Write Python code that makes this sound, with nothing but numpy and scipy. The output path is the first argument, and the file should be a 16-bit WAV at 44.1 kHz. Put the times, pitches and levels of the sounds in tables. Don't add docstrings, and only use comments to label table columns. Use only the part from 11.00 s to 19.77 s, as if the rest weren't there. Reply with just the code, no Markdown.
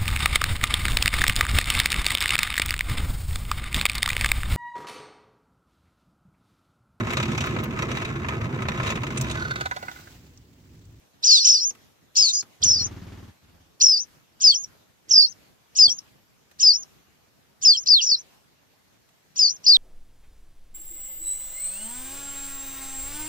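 import sys
import numpy as np
from scipy import signal
from scipy.fft import rfft, irfft, next_fast_len
from scipy.io import wavfile
from scipy.ndimage import uniform_filter1d, minimum_filter1d

SR = 44100
rng = np.random.default_rng(int(sys.argv[2]) if len(sys.argv) > 2 else 0)


def digitize_waveform(pressure):
    field = np.atleast_2d(pressure).T
    bounded = np.clip(field, -1, 1)
    quanta = np.round(bounded * 32767).astype(np.int16)
    wavfile.write(sys.argv[1], SR, quanta)


N = 386757

# start in seconds, time to crest in seconds, catch length in seconds, fall length in seconds,
# start pitch in Hz, crest in Hz, top of fall in Hz, bottom in Hz, bend of fall (power of time),
# catch level in dB, loudest level of fall in dB, swell in dB, loudest point as share of fall (0-1), fade in dB,
# second voice above first at top in Hz, the same at bottom in Hz, second voice re first in dB,
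# left minus right in dB (added to the port shading).
CHEEPS = [(0.236, 0.011, 0.02, 0.14, 3915, 6025, 5467, 3466, 0.87, -17, -11.5, 5.5, .5, 12, 1100, 645, -8, -1.5),
          (0.298, 0.0033, 0.01, 0.13, 5774, 6074, 5470, 4100, 0.98, -30, -19, 1, .2, 6.6, 1254, 1542, -6, 0),
          (0.447, 0.0064, 0.017, 0.14, 4920, 5860, 5580, 4156, 1.68, -11.5, -12.5, 3.5, .25, 14.8, 600, 1160, -9, -2),
          (1.164, 0.012, 0.024, 0.126, 4164, 6100, 5386, 3594, 1.04, -14.5, -14.5, 1.6, 0.21, 13, 92.8, 588, -7.5, 3),
          (1.163, 0.0071, 0.026, 0.19, 5460, 6850, 6530, 5990, 1.4, -19.5, -25.5, 1, .1, 9, 600, 800, -13, -1.5),
          (1.628, 0.012, 0.024, 0.17, 3200, 6800, 5820, 4180, 1.09, -14.5, -14.5, 7, .2, 14.3, 680, 1200, -13, -2),
          (2.810, 0.0089, 0.013, 0.16, 4000, 6120, 5754, 4446, 1.15, -12, -11, 0.57, .1, 11.8, 640, 852, -18.5, -1.2),
          (3.410, 0.009, 0.03, 0.073, 5430, 6700, 5257, 4350, 1.23, -22, -10, 2.13, .15, 2, 1300, 948, -17, 0),
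          (4.094, 0.009, 0.016, 0.15, 6080, 6410, 5385, 4252, 1.06, -29.5, -8, 7.2, .4, 9, 580, 623, -20.5, -6),
          (4.759, 0.01, 0.029, 0.081, 5420, 6775, 5270, 4537, 1.12, -23.5, -10, 2, .15, 2.17, 1397, 899, -17.5, -0.3),
          (5.6, 0.011, 0.03, 0.092, 4925, 6716, 5310, 4434, 0.98, -21, -10, 2.16, .6, 5.4, 1412, 1254, -24, -0.3),
          (6.624, 0.01, 0.027, 0.087, 5980, 6800, 5380, 4250, 1, -23.5, -10, 2.3, .5, 8, 1294, 748, -19, -0.6),
          (6.869, 0.008, 0.012, 0.132, 4090, 5236, 5180, 2740, 1.63, -17.5, -10, 3.4, 0.43, 16, 560, 700, -27.5, 0.5),
          (7.013, 0.015, 0.03, 0.11, 4406, 6010, 5965, 4023, 1.1, -20, -14, 9.6, .75, 5, 680, 1009, -16, -1),
          (8.365, 0.016, 0.026, 0.093, 5700, 6690, 5317, 4313, 0.95, -26, -13.5, 3.5, .6, 6.6, 1430, 1460, -16.5, 0.1),
          (8.643, 0.012, 0.021, 0.106, 5610, 6400, 4980, 3340, 2.14, -30.5, -10, 3.4, 0.19, 4.4, 620, 1106, -18.5, -1)]
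# start in seconds, shelf length in seconds, high length in seconds,
# start pitch in Hz, shelf in Hz, high in Hz, shelf level in dB, high level in dB, hook level in dB,
# left minus right in dB (added to the port shading).
TAILS = [(0.401, 0.058, 0.012, 4075, 5130, 5180, -24, -25, -25.5, -7.5),
         (0.607, 0.036, 0.067, 4540, 5515, 6400, -22, -21, -40.5, 0),
         (1.336, 0.045, 0.033, 4940, 5030, 5300, -28, -26.5, -35, 5),
         (1.334, 0.022, 0.061, 6540, 6254, 6640, -23.5, -23.5, -38.5, -3),
         (1.796, 0.04, 0.039, 5180, 5560, 6280, -27, -23.5, -43.5, 0.5),
         (2.987, 0.015, 0.041, 5150, 5330, 6110, -27, -29, -47, 2.5),
         (3.547, 0.018, 0.081, 5830, 5450, 6520, -21.5, -32, -29.5, -1.1),
         (4.263, 0.016, 0.047, 5100, 5240, 6220, -32.5, -38.5, -42, 6),
         (4.897, 0.027, 0.066, 5440, 5650, 6440, -22, -39.5, -26.5, 1.5),
         (5.723, 0.039, 0.073, 4400, 5450, 6430, -22, -35, -35.5, -0.1),
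         (6.771, 0.014, 0.055, 5440, 5300, 6480, -24, -35, -40.5, -0.5),
         (7.163, 0.019, 0.039, 4960, 5200, 6260, -38, -39.5, -50, -3),
         (8.487, 0.026, 0.056, 4350, 5560, 6400, -24, -38.5, -45, -0.5)]
# start in seconds, length in seconds, start pitch in Hz, end pitch in Hz,
# level in dB, left minus right in dB (added to the port shading).
SAGS = [(3.515, 0.026, 3677, 3040, -25, 3), (4.879, 0.016, 3500, 3170, -25.5, 1.7),
        (6.735, 0.028, 3495, 3050, -25.5, 2.6)]
# first flick in seconds, last in seconds,
# flicks per second, first pitch step in Hz, last pitch step in Hz, level step in dB.
FLICK_BURSTS = [(0.26, 0.26, 40, 900, 900, -3), (0.4663, 0.54, 40.7, 1000, 700, -3),
                (0.5887, 0.6124, 42.2, 700, 790, -2), (1.181, 1.181, 40, -800, -800, -4),
                (1.6755, 1.752, 39.2, 500, 900, -5), (1.7853, 1.7853, 40, 830, 830, -4),
                (2.8321, 2.8783, 43.3, 1200, 400, -8), (2.9766, 3.0063, 33.7, 835, 475, 3),
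                (4.116, 4.116, 40, 500, 500, 4), (4.1295, 4.1735, 45.5, 1400, 300, -10),
                (4.221, 4.2575, 54.8, 900, 350, -5), (5.6771, 5.6771, 40, 350, 350, -1),
                (6.8812, 6.8812, 40, 900, 900, -12), (6.888, 6.888, 40, -600, -600, 1),
                (6.8945, 6.8945, 40, 500, 500, -3), (7.036, 7.036, 40, -900, -900, -3),
                (7.06, 7.1092, 40.6, 950, 920, -10), (7.139, 7.139, 40, 500, 500, -4),
                (8.4702, 8.5027, 30.8, 550, 700, -5), (8.6625, 8.6625, 40, -900, -900, -4),
                (8.6695, 8.6695, 40, 350, 350, 0), (8.6767, 8.6767, 40, -600, -600, -3),
                (8.6828, 8.6828, 40, 450, 450, 0)]
# frequency in Hz, gain in dB.
THROAT = [(1800, -43), (2600, -15.5), (4000, -5), (5500, 6), (7000, -11.5), (8500, -16.5), (10000, -36.5),
          (11500, -26), (15000, -40.5)]
# frequency in Hz, left minus right in dB.
SHADE = [(3000, -2), (3500, -8.5), (4250, 3), (5750, 3.5), (6250, 2.5), (6750, -6.5), (7500, -1.5)]
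# time in seconds, level in dB.
FLIGHTS = [
    [(1.596, -43), (1.666, -36), (1.76, -41), (1.83, -37.5), (2.0, -42), (2.15, -42), (2.33, -48.5)],
    [(2.424, -55.5), (2.5, -55.5), (2.62, -56.5), (2.72, -70)],
]
BEATS_PER_S = [19.05, 17.]
# frequency in Hz, relative density in dB per Hz.
FEATHERS = [(90, -31.5), (170, 1), (600, -18), (1500, -19.5), (6500, -32), (9000, -45), (15000, -50)]
# time in seconds, scrape level in dB, thump level in dB.
TICKS = [(0.388, -68, -62), (0.706, -40.5, -56.5), (0.749, -44, -60), (1.425, -38, -53), (4.825, -62, -49),
         (4.868, -52, -42), (5.512, -41.5, -61), (8.088, -48.5, -80.5), (8.244, -71, -64)]
# frequency in Hz, relative density in dB per Hz.
HISS = [(25, -13.5), (120, -2.5), (400, -10.5), (1100, -14.5), (6500, -21.5), (9000, -28.5), (13500, -24),
        (15700, -38.5)]

CATCH_IN_DB, SHOULDER_HZ = -6.5, 500
CATCH_GAP_HZ, CATCH_SECOND_DB = 1072, -13
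ATTACK_S, FADE_BEND = 0.0034, 1.5
GAP_BEND = 2.5
SECOND_HOLDS = 0.36
SLIDE_S, CLIMB_S, HOOK_S = 0.017, 0.016, 0.009
HOOK_FALL_HZ, HIGH_FADE_DB = 970, 6
TAIL_GAP_HZ, SHELF_SECOND_DB, HIGH_SECOND_DB = 650, -10.5, -28.5
SAG_GAP_HZ, SAG_SECOND_DB = 1200, -5.5
FLICK_SIGMA_MS = 2.5
BAND_EDGE_HZ = 15750


def cheep(start_s, to_crest_s, catch_s, fall_s, from_hz, crest_hz, top_hz, bottom_hz, bend, catch_db,
          peak_db, swell_db, loudest, fade_db, gap_hz, end_gap_hz, second_db, pan_db):
    shoulder_s = max(catch_s - ATTACK_S, (to_crest_s + catch_s) / 2)
    rows = [(start_s, from_hz, catch_db + CATCH_IN_DB, CATCH_GAP_HZ, CATCH_SECOND_DB),
            (start_s + to_crest_s, crest_hz, catch_db, CATCH_GAP_HZ, CATCH_SECOND_DB),
            (start_s + shoulder_s, top_hz + SHOULDER_HZ, catch_db, gap_hz, CATCH_SECOND_DB)]
    loudest = np.clip(loudest, .05, .95)
    for u in np.linspace(0, 1, num=10):
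        if u < loudest:
            lost_db = swell_db * (1 - u / loudest)
        else:
            lost_db = fade_db * ((u - loudest) / (1 - loudest)) ** FADE_BEND
        rows.append((start_s + catch_s + u * fall_s,
                     top_hz + (bottom_hz - top_hz) * u ** bend,
                     peak_db - lost_db,
                     gap_hz + (end_gap_hz - gap_hz) * u ** GAP_BEND,
                     second_db + SECOND_HOLDS * lost_db))
    return note(rows, pan_db, catch_s)


def tail(start_s, shelf_s, high_s, from_hz, shelf_hz, high_hz, shelf_db, high_db, hook_db, pan_db):
    shelf_end_s = start_s + shelf_s
    end_s = shelf_end_s + high_s
    slid_s = start_s + min(SLIDE_S, shelf_s / 2)
    climbed_s = shelf_end_s + min(CLIMB_S, high_s / 3)
    hook_s = end_s - min(HOOK_S, high_s / 3)
    return note([(start_s, from_hz, shelf_db, TAIL_GAP_HZ, SHELF_SECOND_DB),
                 (slid_s, shelf_hz, shelf_db, TAIL_GAP_HZ, SHELF_SECOND_DB),
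                 (shelf_end_s, shelf_hz, shelf_db, TAIL_GAP_HZ, SHELF_SECOND_DB),
                 (climbed_s, high_hz, high_db, TAIL_GAP_HZ, HIGH_SECOND_DB),
                 (hook_s, high_hz, high_db - HIGH_FADE_DB, TAIL_GAP_HZ, SHELF_SECOND_DB),
                 (end_s, high_hz - HOOK_FALL_HZ, hook_db, TAIL_GAP_HZ, SHELF_SECOND_DB)], pan_db)


def sag(start_s, length_s, from_hz, to_hz, db, pan_db):
    return note([(start_s, from_hz, db, SAG_GAP_HZ, SAG_SECOND_DB),
                 (start_s + length_s, to_hz, db, SAG_GAP_HZ, SAG_SECOND_DB)], pan_db)


def note(rows, pan_db, catch_s=0):
    s, *columns = np.transpose(rows)
    t = np.arange(s[0] - .014, s[-1] + 0.0042, 1 / SR)
    count = len(t)
    hz, db, gap_hz, second_db = (np.interp(t, s, c) for c in columns)
    flick_s, step_hz, step_db = flicks()
    flick = np.exp(-.5 * ((t[:, None] - flick_s) * 1e3 / FLICK_SIGMA_MS) ** 2)

    tremor_hz = 58.0 + 15. 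* wobble(count, hz=20.)
    tremor = np.sin(2 * np.pi * (rng.random() + np.cumsum(tremor_hz) / SR))
    hz = hz + flick @ step_hz + 75. * tremor + 40. * wobble(count, hz=70.)
    upper_hz = hz + gap_hz * (1 + 0.13 * wobble(count, hz=126.0))
    low, high = 2 * np.pi * np.cumsum([hz, upper_hz], axis=1) / SR
    second = amp(np.minimum(second_db, 0) + 1.3 * wobble(count, hz=95.5))
    voice = amp(0.99 * wobble(count, hz=120.)) * np.cos(low) + second * np.cos(high)

    coupled = np.cos(low + high) + amp(-15.5) * np.cos(2 * low - high)
    overtones = amp(-29.0) * np.cos(2 * low) + second * coupled
    overtones *= 1 + .4 * wobble(count, hz=300.)

    has_catch = catch_s > 0
    half_pitch_db = -14 - 1800.0 * np.maximum(t - s[0] - catch_s, 0)
    roughness = 1 + 1.3 * wobble(count, hz=400.)
    overtones += has_catch * roughness * amp(half_pitch_db) * np.cos(low / 2)

    hugging = amp(-22.5) * wobble(count, hz=900.) * np.cos(low)
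    onset_db = 13.0 * has_catch * np.exp(-abs(t - s[0]) / 0.098)
    rasp_db = -4 + 2.7 * wobble(count, hz=44.8) + onset_db
    rasp = amp(rasp_db) * second ** 1.3 * rng.standard_normal(count)

    edge = np.clip(np.minimum(t - s[0] + 0.0035, t[-1] - t) / 0.0044, 0, 1)
    noise_edge = np.clip(np.minimum((t - t[0]) / 0.0073, (t[-1] - t) / 0.0023), 0, 1) ** 2
    sound = edge * (voice + coloured(overtones, THROAT)) + noise_edge * coloured(hugging + rasp, THROAT)
    sound = np.sqrt(2) * amp(db + flick @ step_db) * sound
    return t[0], at_ports(np.pad(sound, (0, 2000)), pan_db)


def flicks():
    rows = []
    for first_s, last_s, rate_per_s, first_hz, last_hz, db in FLICK_BURSTS:
        for s in np.arange(first_s, last_s + .3 / rate_per_s, 1 / rate_per_s):
            step_hz = np.interp(s, [first_s, last_s + 1e-9], [first_hz, last_hz])
            rows.append((s, step_hz, db))
    return np.transpose(rows)


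def at_ports(sound, pan_db):
    f_hz = np.fft.rfftfreq(len(sound), 1 / SR)
    half = amp((read(SHADE, f_hz) + pan_db) / 2)
    lag_us = 399.5 + 7.3 * pan_db
    left = half * np.exp(-2j * np.pi * f_hz * lag_us * 1e-6)
    ports = np.array([left, 1 / half]) / np.sqrt((half ** 2 + half ** -2) / 2)
    return irfft(ports * rfft(sound), len(sound))


def leaves(x):
    t = np.arange(SR // 5) / SR
    taps = rng.standard_normal((2, len(t))) * amp(-60 * t / 0.072) * (t > .002)
    return signal.oaconvolve(x, taps / np.linalg.norm(taps[0]), axes=1)[:, :N]


def flight(rows, beats_per_s):
    s, db = np.transpose(rows)
    t = np.arange(s[0], s[-1], 1 / SR)
    stroke = (t - s[0]) * beats_per_s % 1
    turn = 2 * np.pi * (6.6 * stroke - 2.5 * stroke ** 2)
    swing = np.sin(np.pi * stroke ** 0.3) + 0.26
    tone = np.sin(turn) + 0.26 * np.sin(2 * turn) + 0.24 * np.sin(3 * turn)
    throb = swing * amp(1.4 * wobble(len(t), hz=37.0)) * tone
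    shared, left, right = rng.standard_normal((3, len(t)))
    air = shared + 1.1 * np.array([left, right])
    rush = evened(coloured(air, FEATHERS)) * (0.99 + swing)
    whole = evened(throb) + amp(-10.5) * rush
    return s[0], amp(np.interp(t, s, db)) * whole * signal.windows.tukey(len(t), .08)


def tick(scrape_db, thump_db):
    t = np.arange(4000) / SR
    scrape_shape = [(300, -6.0), (2000, -2), (15000, -18.0)]  # (Hz, dB)
    thump_shape = [(30, -18), (90, -1), (500, -5.5), (1300, -16), (4000, -55)]
    scrape = evened(coloured(rng.standard_normal((2, len(t))), scrape_shape))
    thump = evened(coloured(rng.standard_normal(len(t)), thump_shape))
    body = scrape * amp(scrape_db - 60 * t / 0.039) + thump * amp(thump_db - 60 * t / 0.24)
    return (1 - np.exp(-t / 0.0022)) * body


def hiss():
    f_hz = np.fft.rfftfreq(1024, 1 / SR)
    a, b, c, d, patches = rng.standard_normal((N // 256 + 5, 513, 5)).T
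    patches = uniform_filter1d(patches, size=14, axis=0)
    patches = evened(uniform_filter1d(patches, size=10, axis=1))
    level_db = read(HISS, f_hz)[:, None] + 1.7 * patches
    z = np.array([a + 1j * b, c + 1j * d]) * amp(level_db)
    noise = signal.istft(z, nperseg=1024, noverlap=768)[1][:, :N]
    return amp(-57.0) * evened(noise)


def amp(db):
    return 10 ** (np.asarray(db) / 20)


def evened(x):
    return x / np.sqrt(np.mean(x ** 2) + 1e-20)


def read(points, hz):
    f_hz, value = np.transpose(points)
    return np.interp(np.log(hz + 1), np.log(f_hz + 1), value)


def coloured(x, points):
    size = next_fast_len(x.shape[-1])
    gain = amp(read(points, np.fft.rfftfreq(size, 1 / SR)))
    return irfft(rfft(x, size) * gain, size)[..., :x.shape[-1]]


def wobble(count, hz):
    b, a = signal.butter(2, hz, fs=SR)
    return evened(signal.lfilter(b, a, rng.standard_normal(count + 400))[400:])


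def add(mix, s, sound):
    part = mix[..., round(s * SR):][..., :sound.shape[-1]]
    part += sound[..., :part.shape[-1]]


def scene():
    chicks, nest = np.zeros((2, 2, N))
    for row in CHEEPS:
        add(chicks, *cheep(*row))
    for row in SAGS:
        add(chicks, *sag(*row))
    for row in TAILS:
        add(chicks, *tail(*row))
    for rows, beats_per_s in zip(FLIGHTS, BEATS_PER_S):
        add(nest, *flight(rows, beats_per_s))
    for s, scrape_db, thump_db in TICKS:
        add(nest, s, tick(scrape_db, thump_db))
    return chicks + amp(-11.5) * leaves(chicks) + nest + hiss()


def record(dry):
    power = abs(uniform_filter1d((dry ** 2).mean(0), size=800))
    power_db = 10 * np.log10(power + 1e-12)
    fall_db = np.arange(N) * 129.0 / SR
    memory_db = np.maximum.accumulate(power_db + fall_db) - fall_db
    eased = dry * amp(np.clip(.3 * (memory_db + 42.), -6., 0))
    crest = -minimum_filter1d(-abs(eased).max(0), size=200)
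    limited = eased / uniform_filter1d(np.maximum(crest / .9, 1), size=100)
    low_cut = signal.sosfilt(signal.butter(2, 45., "high", fs=SR, output="sos"), limited)
    band = signal.firwin(511, BAND_EDGE_HZ, window=("kaiser", 9), fs=SR)
    return signal.oaconvolve(low_cut, band[None], "same")


dry = scene()
out = record(dry)
digitize_waveform(out)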